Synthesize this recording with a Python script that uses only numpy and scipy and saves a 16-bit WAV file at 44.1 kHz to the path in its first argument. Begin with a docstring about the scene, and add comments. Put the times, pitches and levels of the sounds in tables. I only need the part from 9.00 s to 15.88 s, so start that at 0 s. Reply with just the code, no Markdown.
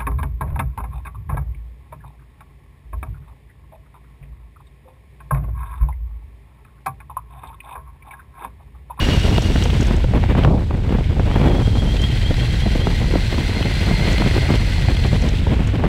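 """On a street, a microphone rides along on a fast electric bike: full load, a coast, then load again.
The motor's teeth and poles whine at multiples of the shaft speed and waver once a wheel turn.
The chain's rollers rasp and hiss, its slack knocks on the guide, and small metal parts tick.
Wind lays a rumble under it all, breaking into flurries and short buffets.
Twice a falling whoosh passes: a rush of noise that swells and darkens."""
import sys
import numpy as np
from scipy import signal
from scipy.fft import rfft, irfft
from scipy.io import wavfile
from scipy.ndimage import uniform_filter1d, minimum_filter1d

SR = 44100
rng = np.random.default_rng(int(sys.argv[2]) if len(sys.argv) > 2 else 0)


def pcm_store(signal):
    """Save signal as 16-bit PCM."""
    levels = np.round(np.clip(np.atleast_2d(signal), -1, 1) * 32767)
    wavfile.write(sys.argv[1], SR, levels.astype(np.int16).T)


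N = 303395

# Cue and envelope levels are relative: each layer adds its own trim. Spectra give tone colour only.
# motor shaft speed (t/s, f/Hz)
SHAFT_SPEED = [(0, 203.8), (.6, 203.3), (.85, 195.7), (1.1, 163), (1.5, 78.5), (1.8, 60), (2.1, 86),
               (2.3, 141.4), (2.4, 152), (2.7, 145.9), (3.6, 146.5), (4.4, 148.3), (5.3, 150.3),
               (5.8, 150.4), (6.25, 146.1), (6.5, 128), (6.88, 80)]
# wheel speed (t/s, f/Hz)
WHEEL_SPEED = [(0, 9.1), (1.2, 8.8), (2.5, 8.27), (5, 8.5), (6.9, 8.5)]
# pull of the motor (t/s, load/nominal full load)
MOTOR_LOAD = [(0, 1.4), (.35, 0.79), (.8, .36), (1.02, 0.017), (2.1, .02), (2.7, 0.19), (3.05, 0.39),
              (3.7, 0.51), (4.3, 0.59), (5.15, 1.09), (5.7, 0.69), (6.2, 0.49), (6.45, 0.094),
              (6.88, 0.011)]
# side lines of the mesh (f/shaft speed, level/dB against its overtone)
MESH_SIDE_LINES = [(13.1, 0.5), (27.4, -8), (29.4, -6), (32, -7), (68.5, -18.5), (80, -25)]
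# ring of the motor casing (f/Hz, level/dB)
CASING_SPECTRUM = [(5600, -29), (5880, 5), (5990, 5), (6120, -7), (6400, -22)]
# high partials of the magnetic whine (f/shaft speed, level/dB)
WHINE_PARTIALS = [(48.5, -27), (75, -29), (102, -33)]
# chirps of the magnetic whine (t/s, level/dB)
WHINE_CHIRPS = [(2.34, -40.5), (2.46, -43), (2.55, -39), (2.66, -40), (2.78, -35), (2.91, -35.5),
                (3.03, -30.5), (3.14, -35), (3.271, -33.5), (3.41, -39), (3.52, -41), (3.621, -40),
                (3.73, -42), (3.83, -36)]
# envelope of the chain's rasp (t/s, level/dB)
RASP_ENVELOPE = [(0, -27), (.3, -34), (.88, -34.5), (1.08, -41), (1.43, -36.5), (1.53, -49.5), (2.1, -41),
                 (2.35, -38), (2.7, -44), (3.1, -35.5), (4.35, -33.5), (5.2, -29.5), (5.7, -32.5),
                 (6.88, -38.5)]
# midrange rasp of the rollers (f/Hz, level/dB)
RASP_SPECTRUM = [(400, 1), (620, 7), (900, 4), (1200, -4.5), (1520, 7.5), (1720, 5), (2050, 8), (2600, 7),
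                 (3250, 4.5), (3750, 0), (4300, -7), (5500, -25), (9000, -30)]
# bright hiss of the rollers (f/Hz, level/dB)
HISS_SPECTRUM = [(2000, -15), (3300, 7), (4300, 4.5), (5300, 0), (6300, -5), (7100, -5.5), (8050, -4.5),
                 (9100, -12), (10200, -11.5), (11200, -13.5), (13000, -19), (15800, -20)]
# envelope of the wind's rumble (t/s, level/dB)
RUMBLE_ENVELOPE = [(0, -16.5), (1.55, -15.5), (1.66, -19.5), (2.25, -16), (2.6, -15.5), (3.4, -17),
                   (4.05, -16.5), (4.4, -20), (4.75, -19), (5.1, -17), (6.6, -16.5), (6.88, -19.5)]
# low end of the large eddies (f/Hz, level/dB)
RUMBLE_SPECTRUM = [(12, -19), (25, -6), (45, 4), (70, 0), (105, -0.5), (150, -9), (210, -16.5), (400, -33)]
# envelope of the small eddies (t/s, level/dB)
FLUTTER_ENVELOPE = [(0, -28), (.9, -29), (1.08, -35.5), (1.3, -27), (1.65, -31), (1.92, -27.5), (2.1, -33),
                    (2.42, -22), (2.78, -29), (3.2, -35), (3.8, -31), (4.5, -26.5), (5.25, -28.5),
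                    (5.7, -30.5), (6.2, -29.5), (6.88, -27.5)]
# body of the small eddies (f/Hz, level/dB)
FLUTTER_SPECTRUM = [(70, -9), (130, 3), (200, 3.5), (290, -2.5), (450, -6.5), (700, -13.5), (950, -15.5),
                    (1200, -23), (1700, -32), (3000, -42), (6000, -72), (15000, -58)]
# their treble crackle (f/Hz, level/dB)
CRACKLE_SPECTRUM = [(1200, 3), (2300, 1), (3600, -7.5), (5500, -22), (12000, -30)]
# flurries of small eddies (t/s, length/s, level/dB)
FLURRY_CUES = [(0.004, 0.027, -20), (0.066, 0.054, -15), (0.114, 0.18, -18), (0.343, 0.033, -25),
               (0.41, 0.04, -31), (0.491, 0.036, -34), (0.605, 0.073, -19), (0.686, 0.033, -19.5),
               (0.723, 0.018, -28), (0.801, 0.035, -15.5), (0.902, 0.079, -20), (1.14, 0.056, -18),
               (1.307, 0.17, -14.5), (1.724, 0.065, -19.5), (1.911, 0.048, -19.5), (2.357, 0.34, -15.5),
               (2.73, 0.025, -38), (2.884, 0.066, -15.5), (3.303, 0.04, -19), (3.655, 0.027, -11),
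               (3.754, 0.17, -15), (4.125, 0.064, -14), (4.62, 0.033, -19), (4.805, 0.028, -13.5),
               (4.902, 0.043, -21), (5.057, 0.04, -11.5), (5.115, 0.041, -15), (5.188, 0.033, -9),
               (5.256, 0.03, -14), (5.351, 0.038, -15.5), (5.488, 0.033, -14.5), (5.533, 0.028, -9),
               (5.877, 0.058, -19.5), (6.043, 0.022, -20), (6.112, 0.034, -24), (6.192, 0.033, -20),
               (6.32, 0.032, -18), (6.492, 0.045, -34), (6.61, 0.032, -20), (6.81, 0.061, -13)]
# wind buffets (t/s, thud level/dB, edge level/dB)
BUFFET_CUES = [(0.084, -9.5, -19.5), (0.17, -2, -26), (0.379, -7, -20), (0.556, -10, -20.5),
               (0.654, -13, -22.5), (0.906, -12, -21.5), (1.039, -9, -27.5), (1.134, -11, -27),
               (1.235, -28, -24), (1.348, -15, -23), (1.368, -31, -27), (1.445, -1, -13.5),
               (1.471, -2, -27), (1.706, -15, -28), (1.983, -12, -28), (2.164, -18, -29),
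               (2.193, -7.5, -26), (2.31, -28, -25.5), (2.357, -22, -23), (2.672, -2, -40),
               (2.818, -18, -27.5), (3.306, -3.5, -28), (3.658, -5, -33), (3.749, -7, -34),
               (3.867, -5.5, -22.5), (4.151, -6, -29), (4.378, -5, -27), (4.908, -10.5, -25),
               (5.217, -21, -19.5), (5.259, -5, -27), (5.376, -9, -26), (5.882, -8, -24),
               (6.046, -7.5, -29), (6.127, -2.5, -30), (6.234, -11, -33), (6.465, -7.5, -22),
               (6.518, -7.5, -39), (6.835, -7.5, -22.5)]
# a buffet's thud and its edge (f/Hz, level/dB)
THUD_SPECTRUM = [(120, 8.0), (260, -6), (550, -13.0), (1100, -31.5)]
EDGE_SPECTRUM = [(350, -7.5), (750, 12.5), (1500, -3), (3200, -16)]
# chain knocks on the guide (t/s, level/dB)
KNOCK_CUES = [(0.379, -9.5), (0.6223, -9), (0.6534, -16), (0.7017, -14), (1.4344, -14.5), (2.9663, -15.5),
              (3.0385, -11.5), (3.1732, -16), (3.3404, -15), (4.6256, -12), (5.18, -13), (5.5544, -16),
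              (5.9678, -13), (6.0382, -12.5), (6.2866, -15.5)]
# ring of the guide (f/Hz, level/dB)
GUIDE_SPECTRUM = [(1000, 1.5), (2200, -7), (2700, 7), (3250, 6), (4200, -5.5), (7000, -27), (15000, -27)]
# light metal ticks (t/s, level/dB)
TICK_CUES = [(0.419, -24), (0.637, -20.5), (0.807, -26), (0.827, -29), (0.8676, -27.5), (0.9624, -30.5),
             (3.0158, -28), (5.1277, -24), (5.5544, -29), (6.2168, -31), (6.286, -27), (6.6707, -29.5)]
# ring of the small metal parts (f/Hz, level/dB)
METAL_SPECTRUM = [(3500, -21), (5000, -3), (5600, 9.5), (6100, 3), (6600, 5.5), (7200, -0.5), (8200, -1.5),
                  (9200, -12), (15000, -23)]
# falling whooshes (t/s, length/s, level/dB, opening cutoff f/Hz, closing cutoff f/Hz)
WHOOSH_CUES = [(1.41, 0.21, -14, 1680, 694), (2.386, 0.25, -17, 1300, 600)]
# a whoosh before its filter sweep (f/Hz, level/dB)
WHOOSH_SPECTRUM = [(130, 12), (220, 5.5), (400, -2), (700, -6.5), (1100, -12), (2000, -14)]

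CRUISE_HZ = 149  # shaft speed when cruising
MESH_DB, OVERTONE_DB, WHINE_DB, HISS_DB, CRACKLE_DB = -37, -40, -50.5, -36.5, -17.5  # layer trims
CHIRP_HALF_S, CHIRP_BEND = 0.0294, 0.0368
TIME = np.arange(N) / SR


def undb(db):
    """Decibels to gain."""
    return 10 ** (np.asarray(db) / 20)


def curve(table):
    """An automation lane: straight lines between breakpoints."""
    return np.interp(TIME, *np.transpose(table))


def walk(rate):
    """Smooth random motion of spread 1, up to about `rate` changes a second."""
    hz = np.arange(N // 2 + 1) * SR / N
    y = irfft(rfft(rng.standard_normal(N)) * np.exp(-.5 * (hz / rate) ** 2), N)
    return y / y.std()


def colour(x, spectrum):
    """EQ by a spectrum, rolling off past its ends; unit rms."""
    f, db = np.transpose(spectrum)
    hz = np.arange(len(x) // 2 + 1) * SR / len(x) + 1e-3
    skirts = np.minimum(hz / f[0], 1) ** 2 * np.minimum(f[-1] / hz, 1) ** 2
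    y = irfft(rfft(x) * skirts * undb(np.interp(np.log(hz), np.log(f), db)), len(x))
    return y / y.std()


def add(out, s, x):
    """Mix x in from time s."""
    i = max(int(s * SR), 0)
    out[i:i + len(x)] += x[:max(N - i, 0)]


def motor_line(turns, order, rough, blur_hz):
    """A sine at `order` times the shaft speed, with a share smeared by uneven teeth."""
    smear = rough * (walk(blur_hz) + 1j * walk(blur_hz)) / np.sqrt(2)
    return np.sqrt(2 / (1 + rough ** 2)) * np.real((1 + smear) * np.exp(2j * np.pi * order * turns))


def tooth_mesh(turns, wheel_angle, speed, shaft, load):
    """Sprocket teeth sing louder under load and throb once a wheel turn, deepest at top speed."""
    throb_db = (2 + 3.5 * (speed / speed.max()) ** 4) * np.cos(wheel_angle)
    mesh = undb(MESH_DB + throb_db) * load ** 1.43 * motor_line(turns, order=14, rough=.73, blur_hz=60)
    sides = sum(undb(db) * motor_line(turns, order, rough=2.4, blur_hz=64.6)
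                for order, db in MESH_SIDE_LINES)
    overtone = motor_line(turns, order=28, rough=.85, blur_hz=50)
    fade_db = -18 * np.maximum(np.log2(shaft / CRUISE_HZ), 0)  # duller above cruising speed
    return mesh + undb(OVERTONE_DB + fade_db) * load ** .9 * (overtone + sides)


def casing_ring(turns):
    """The casing rings while a motor line lies on its resonance."""
    return colour(motor_line(turns, order=40, rough=2.5, blur_hz=110), CASING_SPECTRUM)


def magnetic_whine(turns, speed, load):
    """The poles whine with load, and chirp upward as the rotor takes up the chain's slack."""
    ages = [(TIME - s) / CHIRP_HALF_S for s, _ in WHINE_CHIRPS]
    bend = CHIRP_BEND * sum(age * np.exp(-age ** 2 / 2) for age in ages)
    rotor_turns = np.cumsum(speed * (1 + bend)) / SR
    whine = motor_line(rotor_turns, order=22, rough=.85, blur_hz=75)
    partials = sum(undb(db) * motor_line(turns, order, rough=1.5, blur_hz=50)
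                   for order, db in WHINE_PARTIALS)
    whine += np.clip(2.4 - 4 * load, 0, 1.2) * partials  # only under light load
    chirps = sum(undb(db) * np.exp(-age ** 2 / 2) for (_, db), age in zip(WHINE_CHIRPS, ages))
    return undb(1.4 * walk(40)) * (chirps + undb(WHINE_DB) * load) * whine


def motor(wheel_angle, shaft, load, hiss_db):
    """Mesh, casing and poles; the rear sprocket tightens the chain once a wheel turn, bending pitch."""
    speed = shaft * (1 + 0.003977 * walk(15.13))
    turns = np.cumsum(speed * (1 + 0.0119 * np.cos(wheel_angle))) / SR
    mesh = tooth_mesh(turns, wheel_angle, speed, shaft, load)
    ring = undb(hiss_db - 20) * casing_ring(turns)
    return mesh + ring + magnetic_whine(turns, speed, load)


def chain(wheel_angle, hiss_db):
    """Dense, uneven roller impacts blur into a mid rasp and a bright hiss."""
    contact = undb(1.5 * walk(400) + 1.05 * walk(18.6) + 0.054 * np.cos(wheel_angle))
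    rasp = colour(rng.standard_normal(N) * contact * undb(0.86 * walk(73)), RASP_SPECTRUM)
    hiss = colour(rng.standard_normal(N) * contact, HISS_SPECTRUM)
    return rasp * undb(curve(RASP_ENVELOPE)) + hiss * undb(hiss_db)


def wind():
    """Large eddies rumble; small ones come in bursts, ride its pressure peaks and crowd into flurries."""
    eddies = colour(rng.standard_normal(N), RUMBLE_SPECTRUM)
    swell = np.sqrt(uniform_filter1d(eddies ** 2, size=2600) + 0.023)
    eddies /= swell ** 0.68  # compress to an even bed
    rumble = eddies * undb(curve(RUMBLE_ENVELOPE) + 1)
    burst_db = 10.66 * np.tanh(0.48 * walk(17.7) + 0.42 * walk(119))  # airspeed bounds a burst
    bursts = undb(burst_db) * (1 + 0.31 * np.tanh(.5 * eddies ** 2))
    flutter = colour(rng.standard_normal(N) * bursts, FLUTTER_SPECTRUM)
    crackle = undb(CRACKLE_DB) * colour(rng.standard_normal(N) * bursts, CRACKLE_SPECTRUM)
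    flurries = sum(undb(db - 4.5) / (1 + (2 * (TIME - s) / length - 1) ** 4)
                   for s, length, db in FLURRY_CUES)
    turbulence = np.hypot(undb(curve(FLUTTER_ENVELOPE) + 2.96), flurries)
    return rumble + (flutter + crackle) * turbulence


def puff(spectrum, length_s):
    """A rounded burst of air pressure, as quick to end as to start; peak 1."""
    t = np.arange(4096) / SR
    envelope = np.sin(np.pi * np.minimum(t / length_s, 1)) ** 2
    y = colour(rng.standard_normal(len(t)), spectrum) * envelope
    return y / np.abs(y).max()


def buffets():
    """An eddy bursts on the microphone port: a low thud, then a steep pressure swing at its edge."""
    out = np.zeros(N)
    t = np.arange(700) / SR
    chance = rng.uniform(-1.1, 1, (len(BUFFET_CUES), 2))
    for (s, thud_db, edge_db), (polarity, size) in zip(BUFFET_CUES, chance):
        add(out, s - .003, undb(thud_db - 1) * puff(THUD_SPECTRUM, length_s=0.0188))
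        add(out, s, undb(edge_db + 6.5) * puff(EDGE_SPECTRUM, length_s=0.009))
        age = (t - .004) / (0.00036 * 1.8 ** size)
        swing = np.sign(polarity) * age / (1 + age ** 2) ** 2
        add(out, s, undb(edge_db + 18) * swing)
    return out


def strike(spectrum, rise_s, decay_s):
    """A short burst of metal contacts, ringing through a spectrum; peak 1."""
    t = np.arange(4096) / SR
    envelope = (1 - np.exp(-t / rise_s)) ** 2 * np.exp(-t / decay_s)
    y = colour(rng.standard_normal(len(t)), spectrum) * envelope
    return y / np.abs(y).max()


def rattles():
    """The slack chain knocks on its guide and small metal parts tick."""
    out = np.zeros(N)
    for s, db in KNOCK_CUES:
        add(out, s, undb(db - 3.5) * strike(GUIDE_SPECTRUM, rise_s=0.00057, decay_s=0.0029))
    for s, db in TICK_CUES:
        add(out, s, undb(db) * strike(METAL_SPECTRUM, rise_s=0.0016, decay_s=0.0035))
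    return out


def falling_whooshes():
    """A rush of noise swells and darkens as its cutoff falls."""
    out = np.zeros(N)
    for s, length, db, open_hz, closed_hz in WHOOSH_CUES:
        rush = colour(rng.standard_normal(N), WHOOSH_SPECTRUM)
        hz, frame_s, bands = signal.stft(rush, SR, nperseg=512)
        cutoff_hz = np.interp(frame_s, [s, s + length], [open_hz, closed_hz])
        swept = signal.istft(bands / (1 + (hz[:, None] / cutoff_hz) ** 12), SR)[1][:N]
        age = np.clip((TIME - s) / length, 0, 1)
        out += undb(db) * np.sin(np.pi * age) * swept
    return out


def scene():
    """Drive train, wind and whooshes in mono; shaft speed and load ride the motor and the chain's hiss."""
    wheel_angle = 2 * np.pi * (np.cumsum(curve(WHEEL_SPEED)) / SR - .22)
    shaft, load = curve(SHAFT_SPEED), curve(MOTOR_LOAD)
    # hiss power grows with load above an idling share, and by 3 dB per doubling of speed
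    hiss_db = HISS_DB + 10 * np.log10(0.089 + load) + 3 * np.log2(shaft / CRUISE_HZ)
    drive = motor(wheel_angle, shaft, load, hiss_db) + chain(wheel_angle, hiss_db) + rattles()
    return (drive + wind() + buffets() + falling_whooshes())[None]


def record(dry):
    """The rider's camera limits the strongest wind peaks and cuts the top end."""
    ceiling, top_hz = 0.77, 15680
    needed_gain = np.minimum(1, ceiling / (np.abs(dry) + 1e-9))
    gain = uniform_filter1d(minimum_filter1d(needed_gain, size=300), size=300)
    high_cut = signal.ellip(10, .2, 80, top_hz, fs=SR, output="sos")
    return signal.sosfilt(high_cut, dry * gain)


dry = scene()
out = record(dry)
pcm_store(out)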